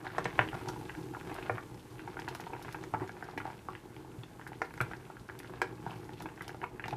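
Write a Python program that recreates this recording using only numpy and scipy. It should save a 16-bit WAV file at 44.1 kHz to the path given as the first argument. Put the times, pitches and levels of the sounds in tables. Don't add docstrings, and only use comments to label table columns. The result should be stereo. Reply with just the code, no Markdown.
import sys
import numpy as np
from scipy import signal
from scipy.io import wavfile

SR = 44100
rng = np.random.default_rng(int(sys.argv[2]) if len(sys.argv) > 2 else 0)


def store_wav(level_fs):
    pcm = np.round(np.clip(np.atleast_2d(level_fs), -1, 1) * 32767)
    wavfile.write(sys.argv[1], SR, pcm.T.astype(np.int16))


N = 306936

# start in seconds, strength in dB, clack pitch in Hz, clack share from 0 to 1.
BIG_POPS = [(0.067, -30.5, 1390, 0.9), (0.075, -36.5, 2720, 1), (0.102, -35.5, 1450, 1),
            (0.148, -36.5, 1500, 0.5), (0.409, -25, 1590, 0.68), (0.487, -34.5, 1950, 1),
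            (0.53, -31.5, 1310, 0.47), (0.612, -32.5, 1250, 0.3), (0.658, -36.5, 2800, 0.9),
            (0.674, -33, 1300, 0), (0.688, -25.5, 1220, 0.77), (0.761, -33.5, 1310, 0),
            (0.775, -41.5, 1300, 0.3), (0.812, -36, 1830, 0.3), (0.895, -33, 1630, 0.91),
            (0.943, -39, 1470, 0.9), (0.95, -36, 1500, 0.9), (1.137, -35.5, 1420, 0.44),
            (1.148, -34, 1240, 0.9), (1.168, -33.5, 1220, 0.1), (1.211, -44, 1550, 1),
            (1.315, -30, 1390, 0.42), (1.426, -36, 2600, 1), (1.48, -41, 1200, 0.3),
            (1.539, -46, 1610, 0.8), (1.581, -31, 1290, 0.87), (1.994, -36, 1820, 0.96),
            (2.075, -31.5, 1330, 0.63), (2.169, -31, 1310, 0.62), (2.191, -31, 1590, 0.67),
            (2.219, -38, 1890, 0.96), (2.278, -29, 1360, 0.82), (2.287, -37, 2330, 0.75),
            (2.35, -33.5, 1620, 0.73), (2.398, -32, 1240, 0.6), (2.466, -32, 1370, 0),
            (2.503, -36, 1200, 0), (2.533, -30, 1640, 0.3), (2.55, -35, 1280, 0.9),
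            (2.564, -36.5, 1600, 0.46), (2.594, -39, 1500, 0.1), (2.616, -38, 2000, 0.86),
            (2.647, -41, 1390, 0.9), (2.655, -38.5, 1790, 0.4), (2.682, -32.5, 1220, 0.86),
            (2.689, -38, 1450, 0.94), (2.745, -30.5, 1440, 0.67), (2.838, -37, 1800, 0.65),
            (2.938, -19.5, 1060, 0.4), (2.945, -25.5, 1170, 0.7), (2.998, -38, 1560, 1),
            (3.024, -29, 1250, 0), (3.076, -43, 1600, 1), (3.093, -33, 1440, 0.83), (3.139, -56, 1400, 0.6),
            (3.167, -39.5, 1470, 0.3), (3.213, -48, 1600, 0.4), (3.225, -31.5, 1350, 0.7),
            (3.245, -40.5, 2140, 0.86), (3.287, -31.5, 1040, 0.67), (3.299, -43, 1500, 0.7),
            (3.336, -40, 1340, 0.6), (3.376, -24, 1890, 0.56), (3.386, -46, 1870, 0.8),
            (3.402, -32, 1430, 1), (3.415, -37, 1820, 0.9), (3.453, -28, 1220, 0.37), (3.476, -32, 1350, 0),
            (3.501, -33.5, 1380, 0.7), (3.522, -38.5, 1500, 0.8), (3.686, -28.5, 1040, 0.77),
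            (3.732, -39, 1830, 0.9), (3.751, -35.5, 1830, 0.97), (3.964, -39.5, 2600, 0.95),
            (4.047, -39, 1600, 0.6), (4.234, -35.5, 2390, 0.92), (4.395, -40, 1520, 0.6),
            (4.413, -38, 1700, 0.95), (4.466, -33.5, 1590, 0.93), (4.518, -35, 1250, 0),
            (4.531, -42, 1960, .97), (4.594, -65, 1300, 0.3), (4.707, -38, 1530, 0.7),
            (4.739, -40.5, 1390, 1), (4.777, -36.5, 1390, 0.66), (4.804, -23.5, 1440, 0.99),
            (4.866, -41, 1200, 0.4), (4.912, -31.5, 1460, 0.87), (4.934, -34, 1500, 0.76),
            (5.1, -33, 1130, 0.55), (5.168, -41, 1470, 0.92), (5.289, -36.5, 1430, 1),
            (5.297, -36, 1600, 0.87), (5.401, -35.5, 1880, 0.98), (5.421, -54, 1400, 0.6),
            (5.431, -45, 1390, 1), (5.445, -37, 1700, 0.86), (5.864, -26, 1190, 0.25),
            (5.908, -43.5, 3300, 0.6), (5.916, -36, 1760, 0.04), (6.092, -40, 1410, 0.66),
            (6.204, -36, 1730, 0.6), (6.257, -30.5, 1870, 0.75), (6.288, -37, 1870, 0.95),
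            (6.376, -39, 1520, 0.98), (6.393, -44.5, 2160, 1), (6.408, -29, 1500, 0.95),
            (6.478, -37, 1290, 0.3), (6.493, -34.5, 1520, 0.72), (6.503, -42, 1750, 0.86),
            (6.545, -34, 1240, 0.7), (6.616, -35, 1730, 0.9), (6.631, -31, 1460, 0.24),
            (6.796, -33, 1630, 1), (6.824, -43, 3300, 0.9), (6.84, -29.5, 1820, 1), (6.85, -44, 1800, 0.8),
            (6.857, -32, 1650, 0.75), (6.881, -28.5, 1470, 0.5), (6.908, -35, 3180, .98),
            (6.927, -24.5, 1580, 0)]
# start in seconds, strength in dB, centre pitch of the blow in Hz,
# delay of the left side in milliseconds, gain of the wall's high tones in dB.
SPOON_KNOCKS = [(0.1828, -14.5, 1060, 0.16, 4), (0.2554, -14.5, 1800, 0.17, 4),
                (0.3915, -8, 1820, 0.11, -30), (1.4967, -15, 1070, 0.12, -30),
                (4.6181, -17, 1350, 0.033, -24), (4.8122, -19, 1590, 0.16, 10),
                (5.617, -13.5, 1490, 0.13, 6), (6.6406, -22, 1320, .02, -30)]
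# pitch in Hz, gain in dB, seconds to fade 60 dB.
WALL_TONES = [(342, -14, 0.065), (475, -16, 0.096), (599, -17.5, 0.042), (787, -6.5, 0.02),
              (1005, -14, 0.046), (1350, -33, 0.015), (1470, -34, 0.051), (1590, -5.5, 0.014),
              (1796, -8, 0.017), (2194, -15, 0.032), (2460, -11, 0.021), (3310, -18, 0.014),
              (4050, -27.5, 0.015), (8000, -32, 0.029)]
# start in seconds, strength in dB, pitch in Hz.
DEEP_THUMPS = [(0.189, -29.5, 157), (0.262, -28, 163), (0.392, -24.5, 117), (0.534, -29, 123.5),
               (1.11, -36, 342), (1.27, -33, 345), (1.511, -30, 118), (2.527, -33, 383), (2.94, -27.5, 119),
               (3.005, -32.5, 127), (3.017, -24.5, 345), (3.365, -32, 278), (3.447, -37, 297),
               (4.182, -31, 122), (4.6158, -28.5, 426), (4.809, -25, 122), (5.624, -27.5, 345),
               (5.867, -26.5, 155), (6.249, -32, 324), (6.626, -34, 386), (6.877, -35, 158)]
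# start in seconds, length in seconds, level at the middle in dB.
SPOON_DRAGS = [(0.038, 0.032, -40.5), (0.536, 0.024, -39.5), (2.94, 0.02, -49), (2.992, 0.071, -46),
               (3.165, 0.017, -51), (3.438, 0.05, -44.5), (5.873, 0.083, -51), (6.193, 0.043, -46.5),
               (6.624, 0.027, -43), (6.92, 0.027, -46.5)]
# time in seconds, then rumble, small pop and hiss levels in dB.
BOIL_LEVELS = [(0.0, -52.5, -51, -62), (0.43, -45.5, -46.5, -57), (1.01, -48.5, -63.5, -58),
               (1.51, -47, -48, -60), (1.7, -50.5, -72, -61), (1.9, -52.5, -68, -60),
               (2.34, -48.5, -51.5, -61.5), (2.8, -49.5, -60, -59.5), (3.05, -52, -59, -62),
               (3.29, -50.5, -58.5, -62), (3.5, -53, -59, -62.5), (3.68, -54.5, -69.5, -62.5),
               (4.67, -53, -65, -62.5), (4.84, -50, -53, -61), (5.19, -53.5, -66, -63),
               (5.65, -49, -55, -63.5), (6.05, -49, -63, -61), (6.4, -53, -61, -63), (6.8, -50, -71, -64.5),
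               (6.96, -46.5, -54, -63)]
# pitch in Hz, width in Hz, gain in dB.
POT_TONES = [(118.5, 35, 2), (161.8, 47, 0.5), (234, 71, -6.5), (345, 59.5, -1), (473.8, 40, -8),
             (838.5, 48, -7)]
# start in seconds, strength in dB, extra gain for the treble in dB.
BRIGHT_PUFFS = [(0.182, -15, -8), (0.243, -12.5, -32), (0.6856, -10, -9.5), (1.343, -24, 2.5),
                (2.197, -17.5, -9), (2.2856, -13, -6.5), (2.349, -14.5, -3), (2.4046, -18, -5),
                (2.625, -20, -1), (2.726, -19, -2.5), (2.837, -21, -19), (3.076, -24, -8.5),
                (3.241, -23.5, -9), (3.378, -19, -4.5), (4.475, -27, 3), (4.618, -17.5, -13),
                (4.739, -29.5, 0.5), (4.775, -24, -11), (4.812, -19, 4.5), (5.39, -21, 3.5),
                (5.6172, -9.5, -9), (6.201, -25, -17), (6.222, -20.5, 0.5), (6.421, -23.5, 1),
                (6.48, -15.5, -4.5), (6.856, -24, -12.5), (6.881, -15, -10), (6.908, -27, -2)]
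# frequency in Hz, gain on white noise in dB.
HISS_COLOUR = [(22, -65), (35, -35), (55, -34.5), (80, -34), (300, -38), (550, -45), (1000, -46.5),
               (2500, -59), (4600, -66), (12900, -68), (14800, -79), (16500, -71)]

HOLLOW_HZ = 811
ECHO_DECAY_S, ECHO_DB = 0.014, -2.5
DRY_BELOW_DB, JOLT_DB = -25.5, 30.5
LEFT_LAG_MS, LAG_SPREAD_MS = 0.067, 0.1
HIGH_TONES_HZ = 3000
SLOSH_DB, SLOSH_DECAY_S = -7.5, 0.0037
TICKS_DB, FIZZ_DB = -3, -6
HISS_REST_DB, RUMBLE_REST_DB = -64.5, -53
KITCHEN_FADE_S, KITCHEN_DB = 0.2, -10


def big_pops():
    out, jolts, t = np.zeros((2, N)), np.zeros(N), np.arange(600) / SR
    onset = 1 - np.exp(-t / 0.00099)
    for start, db, clack_hz, share in BIG_POPS:
        share = min(share, 0.99)
        hollow_hz = HOLLOW_HZ * (1 + 0.035 * rng.standard_normal())
        hollow = np.sin(2 * np.pi * hollow_hz * t * (1 + 12 * t)) * np.exp(-t * hollow_hz / 1.79)
        clack = np.sin(2 * np.pi * clack_hz * t * (1 + 25 * t)) * np.exp(-t * clack_hz / 0.86)
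        splash = butter(rng.standard_normal(len(t)), 1.566 * clack_hz, "low", order=7)
        splash *= from_db(17) * (0.52 + 1.1 * share) * np.exp(-t / 0.00076)
        pop = onset * (from_db(8) * np.sqrt(1 - share ** 2) * hollow + from_db(18) * share * clack + splash)
        pop += from_db(-5.5) * share * pulse(t, clack_hz)
        lag_ms = rng.normal(LEFT_LAG_MS, LAG_SPREAD_MS)
        echoes = pot_echoes(loss_db=max(DRY_BELOW_DB - db, 4.5), left_lag_ms=lag_ms)
        pan_db = rng.normal(0, 1.0)
        gains = from_db([[db + pan_db / 2], [db - pan_db / 2]])
        add(out, start + 0.00031, gains * signal.fftconvolve(pop[None], echoes))
        jolts[round(start * SR)] = from_db(db + JOLT_DB)
    out = butter(out, 750, "high", order=2)
    return butter(out, 6000, "low", order=4) + pot_ring(jolts)


def spoon_knocks():
    out, t = np.zeros((2, N)), np.arange(4000) / SR
    wall_hz, wall_db, fade_s = np.transpose(WALL_TONES)[:, :, None]
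    after = np.maximum(t - 0.001, 0)
    tones = np.sin(2 * np.pi * wall_hz * after) * from_db(wall_db - 60 * after / fade_s)
    tones *= 1 - np.exp(-after / 0.00049)
    for start, db, hz, lag_ms, high_db in SPOON_KNOCKS:
        tone_db = np.where(wall_hz < HIGH_TONES_HZ, -4 * abs(np.log2(wall_hz / hz)), high_db)
        tone_db += rng.normal(0, 0.53, wall_hz.shape)
        strengths = from_db(tone_db) * rng.choice([-1, 1], wall_hz.shape)
        blow = butter(pulse(t, hz), 4350, "low", order=8) + np.sum(strengths * tones, axis=0)
        echoes = pot_echoes(loss_db=16, count=60, left_lag_ms=lag_ms)
        knock = signal.fftconvolve(blow[None], echoes)[:, :len(t)]
        noise = rng.standard_normal((2, len(t))) + rng.standard_normal(len(t))
        slosh = unit_level(butter(noise, [400, 1.4 * hz], "band", order=5))
        slosh *= np.clip(t / 0.0022, 0, 1) * np.exp(-t / SLOSH_DECAY_S)
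        add(out, start - 0.001, from_db(db) * (knock + from_db(SLOSH_DB) * slosh))
    return out


def thumps():
    out, t = np.zeros((2, N)), np.arange(5000) / SR
    for start, db, hz in DEEP_THUMPS:
        ring = np.sin(2 * np.pi * hz * t) * (1 - np.exp(-t * hz / 0.5)) * np.exp(-t * hz / 1.81)
        add(out, start, from_db(db) * signal.fftconvolve(ring[None], pot_echoes(loss_db=12.5)))
    return out


def stirring():
    t, shared = np.arange(N) / SR, random_clicks(2500, spread_db=4)
    clicks = np.array([shared + 0.41 * random_clicks(2500, spread_db=6) for side in range(2)])
    gurgle = butter(clicks, [620, 1500], "band", order=2) + 1.8 * resonance(clicks, HOLLOW_HZ, 140)
    swells = sum(from_db(db) * np.sin(np.pi * np.clip((t - start) / length, 0, 1))
                 for start, length, db in SPOON_DRAGS)
    return unit_level(gurgle) * swells


def small_pops(level_db):
    clicks = random_clicks(300 * from_db(4 * drift(5)), spread_db=4.5)
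    pitch_choice, out = rng.integers(0, 12, N), 0
    for k, hz in enumerate(np.geomspace(700, 3000, 12)):
        soft = butter(clicks * (pitch_choice == k), 1.25 * hz, "low", order=2)
        ring = resonance(soft, hz, hz / 0.18) * (800 / hz) ** 3.02
        out += signal.oaconvolve(ring[None], pot_echoes(loss_db=4))[:, :N]
    return from_db(level_db) * unit_level(out)


def rumble(level_db):
    collapses = random_clicks(500 * from_db(3 * drift(10)), spread_db=4.5)
    return from_db(level_db) * unit_level(pot_ring(collapses))


def bright_puffs():
    dull, bright, t = np.zeros((2, N)), np.zeros((2, N)), np.arange(3000) / SR
    shape = (1 - np.exp(-t / 0.0031)) * (np.exp(-t / 0.00086) + 0.064 * np.exp(-t / 0.0098))
    for start, db, treble_db in BRIGHT_PUFFS:
        puff = rng.standard_normal((2, len(t))) * shape
        add(dull, start - 0.0003, from_db(db) * puff)
        add(bright, start - 0.0003, from_db(db + treble_db) * puff)
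    return butter(dull, [2600, 7000], "band", order=2) + butter(bright, [7000, 12500], "band", order=1)


def ticks(level_db):
    clicks = random_clicks(130 * from_db(5 * drift(4)), spread_db=3.5)
    pitch_choice, out = rng.integers(0, 6, N), 0
    for k, hz in enumerate(np.geomspace(1500, 5000, 6)):
        ring = resonance(clicks * (pitch_choice == k), hz, hz / 1.2)
        ring = resonance(ring, hz, hz / 1.2) * (2000 / hz) ** 0.41
        out += signal.oaconvolve(ring[None], pot_echoes(loss_db=11))[:, :N]
    return from_db(level_db) * unit_level(out)


def fizz(level_db):
    clicks = np.array([random_clicks(1500 * from_db(4 * drift(8)), spread_db=3.5) for side in range(2)])
    return from_db(level_db) * unit_level(butter(clicks, [2500, 13000], "band", order=1))


def pot_ring(jolts):
    return sum((-1) ** k * from_db(db) * resonance(jolts, hz, width)
               for k, (hz, width, db) in enumerate(POT_TONES))


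def pot_echoes(loss_db, count=30, left_lag_ms=LEFT_LAG_MS):
    timing, size = rng.random((2, 2, count))
    delay_s = 0.001157 + 0.91 * ECHO_DECAY_S * timing ** 1.485
    gains = from_db(ECHO_DB - loss_db) * np.exp(-delay_s / ECHO_DECAY_S) * (2 * size - 1)
    direct_at = np.clip([[left_lag_ms], [-left_lag_ms]], 0, 1) * SR / 1000
    echoes = np.clip(1 - abs(np.arange(1200) - direct_at), 0, 1)
    np.add.at(echoes, (np.arange(2)[:, None], (delay_s * SR).astype(int)), gains)
    return echoes


def kitchen_echo(sound):
    t = np.arange(SR // 2) / SR
    noise = rng.standard_normal((3, len(t)))
    tail = butter(noise[0], 506, "low", order=2) + butter(noise[1:], 650, "high", order=2)
    tail = butter(tail, 5600, "low", order=1)
    tail *= from_db(-60 * t / KITCHEN_FADE_S) * np.clip(t / 0.0059, 0, 1)
    tail /= np.sqrt(np.sum(tail ** 2) / 2)
    return from_db(KITCHEN_DB) * signal.oaconvolve(sound.mean(axis=0)[None], tail)[:, :N]


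def hiss(level_db, rumble_db):
    out, edges_hz = 0, 25 * 2 ** np.arange(0, 9.6, 0.5)
    noise = rng.standard_normal((2, 2, N))
    for k, (low, high) in enumerate(zip(edges_hz, edges_hz[1:])):
        hz = np.sqrt(low * high)
        colour_db = read_curve(HISS_COLOUR, hz)
        boil_db = min(hz / 3000, 1) * (level_db - HISS_REST_DB)
        shake_db = 0.61 * (hz < 70) * (rumble_db - RUMBLE_REST_DB)
        flicker_db = 1.3 * drift(14)
        band = butter(noise[k % 2], [low, high], "band", order=2)
        out += from_db(colour_db + boil_db + shake_db + flicker_db) * band
    return out


def pulse(t, hz):
    phase = (np.pi * hz * (t - 0.001)) ** 2
    return (2 * phase - 1) * np.exp(-phase)


def random_clicks(per_second, spread_db):
    sizes = from_db(spread_db * np.minimum(rng.exponential(1, N), 4)) * rng.choice([-1, 1], N)
    return sizes * (rng.random(N) < per_second / SR)


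def drift(rate_hz):
    step = 40
    r = np.exp(-2 * np.pi * rate_hz * step / SR)
    slow = signal.lfilter([1], [1, -2 * r, r * r], rng.standard_normal(N // step + 2002))[2000:]
    return np.interp(np.arange(N) / step, np.arange(len(slow)), unit_level(slow))


def resonance(x, hz, width_hz):
    r = np.exp(-np.pi * width_hz / SR)
    gain, feedback = (1 - r * r) / 2, [1, -2 * r * np.cos(2 * np.pi * hz / SR), r * r]
    return signal.lfilter([gain, 0, -gain], feedback, x + 1e-18)


def butter(x, hz, kind, order):
    return signal.sosfilt(signal.butter(order, hz, kind, fs=SR, output="sos"), x + 1e-18)


def read_curve(points, hz):
    points_hz, values = np.transpose(points)
    return np.interp(np.log(hz), np.log(points_hz), values)


def from_db(db):
    return 10 ** (np.asarray(db) / 20)


def unit_level(x):
    return x / np.sqrt(np.mean(x ** 2) + 1e-20)


def add(out, start_s, sound):
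    i = round(start_s * SR)
    out[:, i:i + sound.shape[1]] += sound[:, :N - i]


def scene():
    times, *levels = np.transpose(BOIL_LEVELS)
    rumble_db, patter_db, hiss_db = [np.interp(np.arange(N) / SR, times, db) for db in levels]
    pot = big_pops() + spoon_knocks() + thumps() + stirring()
    pot += small_pops(patter_db) + rumble(rumble_db) + bright_puffs()
    pot += ticks(hiss_db + TICKS_DB) + fizz(hiss_db + FIZZ_DB)
    return pot + kitchen_echo(pot) + hiss(hiss_db, rumble_db)


def record(dry):
    mid, side = (dry[0] + dry[1]) / 2, (dry[0] - dry[1]) / 2
    side = 0.26 * side + 0.6 * butter(side, 520, "high", order=1)
    soft = butter(np.array([mid + side, mid - side]), 15200, "low", order=4)
    return signal.sosfilt(signal.cheby2(12, 70, 16500, fs=SR, output="sos"), soft)


dry = scene()
out = record(dry)
store_wav(out)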